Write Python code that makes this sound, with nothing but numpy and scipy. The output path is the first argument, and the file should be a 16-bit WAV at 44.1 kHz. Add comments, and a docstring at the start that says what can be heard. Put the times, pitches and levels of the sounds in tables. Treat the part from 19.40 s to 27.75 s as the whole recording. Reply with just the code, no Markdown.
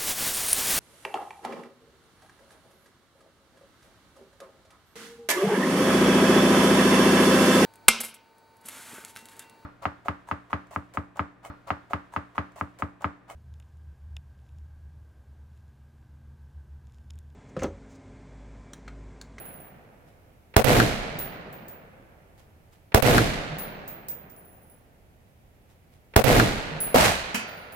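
"""A rifle fires slow single shots under the roof of a shooting range, half a metre from a phone.
Each blast overloads the two microphones, roars back from roof and baffles, slaps off the backstop
and rolls away outdoors. A neighbour fires once, further along the line. Spent brass rings and
bounces on the concrete, and one case strikes a steel panel. Underneath lies a bed of open air,
with faint rustles as the shooter settles."""
import sys
import numpy as np
from scipy import signal
from scipy.fft import rfft, irfft, next_fast_len
from scipy.io import wavfile

SR = 44100
rng = np.random.default_rng(int(sys.argv[2]) if len(sys.argv) > 2 else 0)


def generate_wav(signal):
    """Clip the signal to [-1, 1] and save it as 16-bit WAV at the path in sys.argv[1]."""
    frames = np.transpose(np.atleast_2d(signal))
    scaled = np.clip(frames, -1, 1) * 32767
    pcm = np.round(scaled).astype(np.int16)
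    wavfile.write(sys.argv[1], SR, pcm)


N = 368235

# bed of open air: (frequency [Hz], noise density [dB])
OPEN_AIR = [(25, -85), (42, -79.5), (60, -81), (82, -76.5), (130, -82), (200, -87), (330, -92), (750, -94),
            (1050, -102), (2200, -103), (4200, -113), (8000, -115), (13000, -111.5), (16000, -115)]
# the shooter settles on the bench: (time [s], gain [dB])
RUSTLE_CUES = [(.655, -104), (2.965, -96), (3.305, -99), (6.28, -101), (6.51, -101)]

# noise colours and their tails: (frequency [Hz], relative density [dB], t60 [s])
SLEEVE_RUSTLE = [(200, 6, .3), (900, 3, .25), (2500, -1, .25), (7000, -7, .2), (15000, -11, .2)]
CONCRETE_TICK = [(2500, -19, .15), (5000, -8, .28), (8000, -4.5, .27), (12000, -4, .2), (16000, 1, .12)]
PANEL_KNOCK = [(130, -75, .2), (225, -42, .22), (320, -66, .2), (1000, -63, .3), (2800, -59.5, .35),
               (3600, -73, .3), (6500, -69, .28), (11000, -70, .2), (15500, -74, .15)]
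NEIGHBOUR_BLAST = [(30, -53, .4), (65, -42, .35), (110, -47, .35), (170, -38, .3), (250, -40.5, .3),
                   (340, -53, .3), (650, -35, .33), (1000, -47.5, .3), (2200, -56, .3), (6000, -64, .3),
                   (14000, -67, .3)]
NEIGHBOUR_ROAR = [(30, -58, .9), (60, -55, .75), (120, -48, .5), (240, -51, .35), (350, -56, .4),
                  (650, -48, .4), (1000, -52, .45), (2000, -54, .5), (4000, -61, .5), (8000, -66, .45),
                  (13000, -70, .36), (16000, -79, .3)]
HAMMER_CLICK = [(200, -78, .06), (900, -69, .06), (2200, -70, .06), (4000, -80, .04), (6000, -96, .03),
                (14000, -102, .03)]
MUZZLE_CRACK = [(200, -50, .014), (700, -31, .014), (2000, -39, .013), (6000, -51, .013),
                (12000, -45, .011), (16000, -49, .011)]
BOOTH_REVERB = [(30, -48, .4), (65, -52, .4), (115, -40, .5), (170, -56, .4), (250, -43, .4),
                (330, -52, .4), (470, -38, .42), (700, -43, .4), (1000, -51, .3), (2000, -55, .24),
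                (4000, -62, .2), (8000, -67, .2), (14000, -65, .2)]
BAFFLE_ROAR = [(25, -56, .9), (48, -49, .9), (80, -52, .6), (118, -37, .45), (175, -49, .6), (260, -47, .6),
               (370, -51.5, .55), (530, -45.5, .55), (720, -48.5, .5), (1000, -56.3, .6), (2000, -56.5, .6),
               (4000, -65.5, .75), (8000, -71.5, .7), (13000, -71.5, .5), (16000, -80, .4)]
BASS_BOOM = [(25, -46, .9), (48, -45.5, .95), (78, -59, .45), (120, -56, .5), (180, -51, .5),
             (240, -49, .5), (350, -49.5, .4), (480, -59, .3), (1000, -90, .3)]
BACKSTOP_SLAP = [(600, -62, .04), (1100, -52, .04), (1400, -33, .05), (1700, -38, .07), (2050, -64, .04),
                 (3600, -64, .04), (4300, -50, .09), (5200, -74, .04), (14000, -76, .03)]
OUTDOOR_ROLL = [(30, -53, 1.6), (48, -52.5, 1.7), (85, -65, 2.2), (150, -53.5, 3.0), (300, -64, 3.2),
                (650, -59.5, 3.3), (1050, -66.2, 2.8), (1500, -63, 2.7), (2600, -65.7, 2.05),
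                (3400, -70, 1.8), (4200, -68.7, 1.5), (5200, -75.5, 1.3), (7000, -78, 1.1),
                (12000, -92, .75)]
MIC_CRACKLE = [(200, -47, .012), (1500, -45.5, .012), (3500, -55, .012), (7500, -63, .012),
               (13000, -51, .01), (16000, -57, .01)]

# ring of a brass case's mouth and of the steel panel: (frequency [Hz], relative level [dB], t60 [s])
BRASS_LOW_MODES = [(10650, -2, .25), (10730, 0, .25), (10900, -7, .24)]
BRASS_HIGH_MODES = [(14950, -10, .3), (15050, 0, .26), (15140, -6, .28), (15380, -13, .18)]
PANEL_MODES = [(994, -12, 1.0), (1341, -10, 1.6), (1439, -10, 1.5), (1781, -9, .6), (2312, -4, .77),
               (2390, -7, .5), (2544, 0, .35), (2598, -1, .5), (3058, -8, .5), (3156, -9, .54),
               (4624, -11, .45), (4673, -13, .9), (4947, -14, .46), (5620, -9, .5), (6272, -11, .46),
               (6783, -10, .48)]
# a case lands or bounces: (time [s], strength [dB], low ring against high ring [dB])
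LANDINGS = [(1.788, -34, -12), (2.126, -49, -24), (2.2815, -45, -24), (4.184, -37, -5), (4.4773, -40, -30),
            (4.684, -33.5, -30), (4.8969, -52, -20), (7.4037, -34, 6), (8.3216, -49, -10)]
# out of height, a case skitters end over end: (start [s], length [s], opening strength [dB])
SKITTERS = [(-.02, .25, -47.5), (4.9627, .42, -54.5), (8.0766, .12, -56)]

# the near rifle, its first shot already rolling away as the scene opens: (time [s], gain [dB])
SHOTS = [(-1.02, 0), (1.1650, 0), (3.5453, 0), (6.7626, .8)]
# the pressure front arrives direct, then off bench, post and roof: (delay [s], gain [dB])
FRONT_PATHS = [(.0007, 10), (.0029, -2), (.0046, -7), (.0103, -6)]

# dropout after each near shot, left microphone then right: (start [s], end [s], depth [dB])
DROPOUTS = [(.059, .113, -19), (.040, .0764, -24)]
# the right microphone port hears more presence: (frequency [Hz], left minus right [dB])
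PORT_COLOUR = [(100, -1.5), (700, -1.3), (1290, 0), (2380, -4.2), (4400, -3.3), (8100, .3), (15000, -1)]

NEIGHBOUR_S, PANEL_S = 7.5442, 7.9429
SKITTER_GAP_S, SKITTER_FALL_DB_PER_S, SKITTER_SCATTER_DB = .085, 30, 1.5
HAMMER_LEAD_S, JOLT_LEAD_S = .027, .0028
BOOM_DELAY_S, BACKSTOP_DELAY_S, BANK_DELAY_S, BANK_HZ = .1, .2362, .53, 152
PORT_LAG_S, CRACKLE_DELAY_S, CLIP_CEILING, TOP_HZ = 19 / SR, .0766, .84, 15900


def undb(db):
    """Decibels to gain."""
    return 10 ** (np.asarray(db) / 20)


def pan(left_db, right_db):
    """A gain for each channel."""
    return undb([[left_db], [right_db]])


def clock(seconds):
    """Time axis of a sound."""
    return np.arange(next_fast_len(int(seconds * SR))) / SR


def fade(t, t60):
    """Full level until t = 0, then a fall of 60 dB every t60."""
    return np.exp(-np.log(1000) * np.maximum(t, 0) / t60)


def swell(t, seconds):
    """Smooth attack from 0 to 1."""
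    return np.sin(np.pi / 2 * np.clip(t / seconds, 0, 1)) ** 2


def along(hz, points, values):
    """Straight lines on a log-frequency axis."""
    return np.interp(np.log(np.maximum(hz, 1)), np.log(points), values)


def low_cut(sound, hz, order):
    """Roll off the bass below hz."""
    return signal.sosfilt(signal.butter(order, hz, "high", fs=SR, output="sos"), sound)


def add(out, s, sound):
    """Mix a stereo sound in at time s."""
    start = int(round(s * SR))
    lo, hi = max(start, 0), min(start + sound.shape[1], out.shape[1])
    if hi > lo:
        out[:, lo:hi] += sound[:, lo - start:hi - start]


def diffuse(size, hz, db, grain_db=0):
    """Coloured noise from all sides, narrow in the bass, wide above; grain makes echoes stand out."""
    f = np.fft.rfftfreq(size, 1 / SR)
    grain = undb(grain_db * np.repeat(rng.standard_normal(size // 32 + 1), 32)[:size])
    mid, side = rfft(rng.standard_normal((2, size)) * grain / np.sqrt(np.mean(grain ** 2)))
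    coherence = .8 * np.sinc(2 * f * PORT_LAG_S * 1.15)
    ports = mid * np.sqrt(1 + coherence) + np.array([[1], [-1]]) * side * np.sqrt(1 - coherence)
    sub_cut = np.clip(f / 25, 0, 1) ** 2
    return irfft(ports * sub_cut * undb(along(f, hz, db)) * np.sqrt(SR) / 2, size)


def wash(table, t, hold=0., grain_db=0):
    """Diffuse noise that holds for hold seconds, then dies at its own pace in every octave."""
    hz, db, t60 = np.transpose(table)
    spectrum = rfft(diffuse(len(t), hz, db, grain_db))
    f, octaves = np.fft.rfftfreq(len(t), 1 / SR), np.geomspace(30, 15360, 10)
    sound = 0
    for centre, share in zip(octaves, np.eye(len(octaves))):
        band = irfft(spectrum * along(f, octaves, share), len(t))
        sound += band * fade(t - hold, along(centre, hz, t60))
    return sound


def modes(table, t, detune=0.):
    """Ringing metal: decaying sines, randomly detuned if asked, each port at its own phase."""
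    ring = 0
    for hz, db, t60 in table:
        pitch = hz * (1 + detune * rng.standard_normal())
        ring += undb(db) * fade(t, t60) * np.sin(2 * np.pi * (pitch * t + rng.random((2, 1))))
    return ring


def air_and_rustles():
    """Steady outdoor air, with faint rustles of sleeve and rest."""
    out, t = diffuse(next_fast_len(N), *np.transpose(OPEN_AIR))[:, :N], clock(.4)
    for s, db in RUSTLE_CUES:
        add(out, s, undb(db) * wash(SLEEVE_RUSTLE, t, hold=.03, grain_db=4) * swell(t, .03))
    return out


def clink(strength_db, low_ring_db, tick_db):
    """One blow ticks on the concrete and rings the brass; the roof smears the ring into a flutter."""
    t = clock(.4)
    roof = undb(-26) * rng.standard_normal((2, len(t))) * fade(t, .27)
    roof[:, 0] = 1  # the direct sound
    snap = (1 + 2.5 * fade(t, .02)) * swell(t, .002)
    sound = undb(tick_db) * wash(CONCRETE_TICK, t, grain_db=3) * snap
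    for table, db in ((BRASS_LOW_MODES, low_ring_db), (BRASS_HIGH_MODES, 0)):
        tumbling = modes(table, t, detune=.0025)
        ring = signal.fftconvolve(tumbling, roof, axes=1)[:, :len(t)]
        sound += undb(db) * ring / np.std(ring[:, :SR // 20])
    return undb(strength_db) * sound * pan(-1.2, 1.2)  # the brass is thrown out to the right


def spent_cases():
    """Brass lands and bounces on the concrete, or skitters in uneven taps that die away."""
    out = np.zeros((2, N))
    for s, strength_db, low_ring_db in LANDINGS:
        add(out, s, clink(strength_db, low_ring_db, tick_db=-46))
    for s, length, first_db in SKITTERS:
        age = 0
        for gap, force, tilt in rng.standard_normal(size=(6, 3)):
            tap_db = first_db - SKITTER_FALL_DB_PER_S * age + SKITTER_SCATTER_DB * force
            low_ring_db = -2.5 + SKITTER_SCATTER_DB * tilt
            if age < length:
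                add(out, s + age, clink(tap_db, low_ring_db, tick_db=-53))
            age += SKITTER_GAP_S * np.exp(.15 * gap)
    return out


def steel_panel():
    """The neighbour's case knocks on a steel panel, which rings on."""
    out, t = np.zeros((2, N)), clock(.6)
    knock = undb(-.7) * wash(PANEL_KNOCK, t, grain_db=3)
    ring = undb(-32.5) * modes(PANEL_MODES, t)
    add(out, PANEL_S, (knock + ring) * swell(t, .003))
    return out


def neighbour_shot():
    """A shot down the line: a dull front bent round the partitions, a sharp roof echo, then the roar."""
    out, t = np.zeros((2, N)), clock(1.2)
    front = -np.sin(2 * np.pi * 510 * t) * fade(t, .028) * swell(t, .001) * pan(-3, 1.5)
    blast = undb(-2.5) * wash(NEIGHBOUR_BLAST, t, hold=.022, grain_db=3) * swell(t, .006)
    roar = undb(.5) * wash(NEIGHBOUR_ROAR, t, hold=.118, grain_db=3.5) * swell(t, .06)
    crack = wash(MUZZLE_CRACK, clock(.1))
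    roll = undb(-1) * wash(OUTDOOR_ROLL, t, hold=.17, grain_db=2) * swell(t, .15)
    add(out, NEIGHBOUR_S, front + blast + roar + low_cut(roll, hz=700, order=1))
    add(out, NEIGHBOUR_S, undb(-12) * crack)
    add(out, NEIGHBOUR_S + .0158, undb(-8) * crack)  # off the roof
    return out


def pressure_front(t, push_s=.0017):
    """The punch of a shot: a jump of pressure and its suction, repeated by nearby surfaces."""
    wave = 0
    for delay, db in FRONT_PATHS:
        age = (t - delay - np.array([[0], [PORT_LAG_S / 2]])) / push_s
        wave += undb(db) * (age > 0) * (1 - age) * np.exp(-np.abs(age))
    return low_cut(wave, hz=58, order=2)  # the ports pass no steady pressure, so it swings back


def muzzle_blast():
    """Punch and crack, then the range answers: booth, roof and baffles, backstop, distant bank."""
    t, brief = clock(1.2), clock(.2)
    punch = undb(-.8) * pressure_front(t)
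    booth = undb(.7) * wash(BOOTH_REVERB, t, grain_db=3) * pan(-2.2, 1.9)
    roar = undb(.4) * wash(BAFFLE_ROAR, t, hold=.21, grain_db=3) * swell(t, .11)
    # the bass comes back last from the far baffles, so the roar sinks in pitch
    boom = undb(-.3) * wash(BASS_BOOM, t, hold=.275, grain_db=2) * swell(t - BOOM_DELAY_S, .11)
    blast = punch + booth + roar + boom
    add(blast, .0004, undb(2.3) * wash(MUZZLE_CRACK, brief) * pan(-2.6, 2.4))
    add(blast, BACKSTOP_DELAY_S, undb(.3) * wash(BACKSTOP_SLAP, brief) * pan(1.5, -1.5))
    # the bank returns only a soft boom, dead centre
    bank = np.sin(2 * np.pi * BANK_HZ * brief) * swell(brief, .05) * (1 - swell(brief - .06, .04))
    add(blast, BANK_DELAY_S, bank * pan(-33, -33))
    return blast


def rifle():
    """The hammer falls, the rifle's body jolts, the muzzle blasts and the shot rolls away outdoors."""
    out, brief, tail = np.zeros((2, N)), clock(.2), clock(3.4)
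    blast = muzzle_blast()  # muzzle and roof stay put, so every shot has the same near echoes
    hammer = undb(1) * wash(HAMMER_CLICK, brief) * swell(brief, .004)
    jolt = undb(19) * wash(HAMMER_CLICK, brief) * fade(brief, .03)
    for s, db in SHOTS:
        roll = wash(OUTDOOR_ROLL, tail, hold=.25, grain_db=2) * swell(tail, .25)
        add(out, s - HAMMER_LEAD_S, hammer)
        add(out, s - JOLT_LEAD_S, jolt)
        add(out, s, undb(db) * blast)
        add(out, s, undb(db) * roll)
    return out


def scene():
    """Both rifles and their brass over the bed of open air."""
    return rifle() + neighbour_shot() + spent_cases() + steel_panel() + air_and_rustles()


def record(dry):
    """The phone colours each port, drops out after a near blast, crackles back and clips the peaks."""
    size, t = next_fast_len(N), clock(.15)
    tilt_db = along(np.fft.rfftfreq(size, 1 / SR), *np.transpose(PORT_COLOUR))
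    sound = irfft(rfft(dry, size) * undb(np.array([tilt_db, -tilt_db]) / 2), size)[:, :N]
    dropout_db = np.array([depth_db * swell(t - start, .005) * (1 - swell(t - end, .001))
                           for start, end, depth_db in DROPOUTS])
    duck_db = np.zeros((2, N))
    for s, _ in SHOTS:
        add(duck_db, s, dropout_db)
    sound *= undb(duck_db)
    right_only = np.array([[0], [1]])
    crackle = wash(MIC_CRACKLE, t, hold=.005, grain_db=5) * swell(t, .003) * right_only
    for s, _ in SHOTS:
        add(sound, s + CRACKLE_DELAY_S, crackle)
    clipped = CLIP_CEILING * np.tanh(sound / CLIP_CEILING)
    high_cut = signal.ellip(10, .2, 70, TOP_HZ, fs=SR, output="sos")
    return signal.sosfilt(high_cut, clipped)


dry = scene()
out = record(dry)
generate_wav(out)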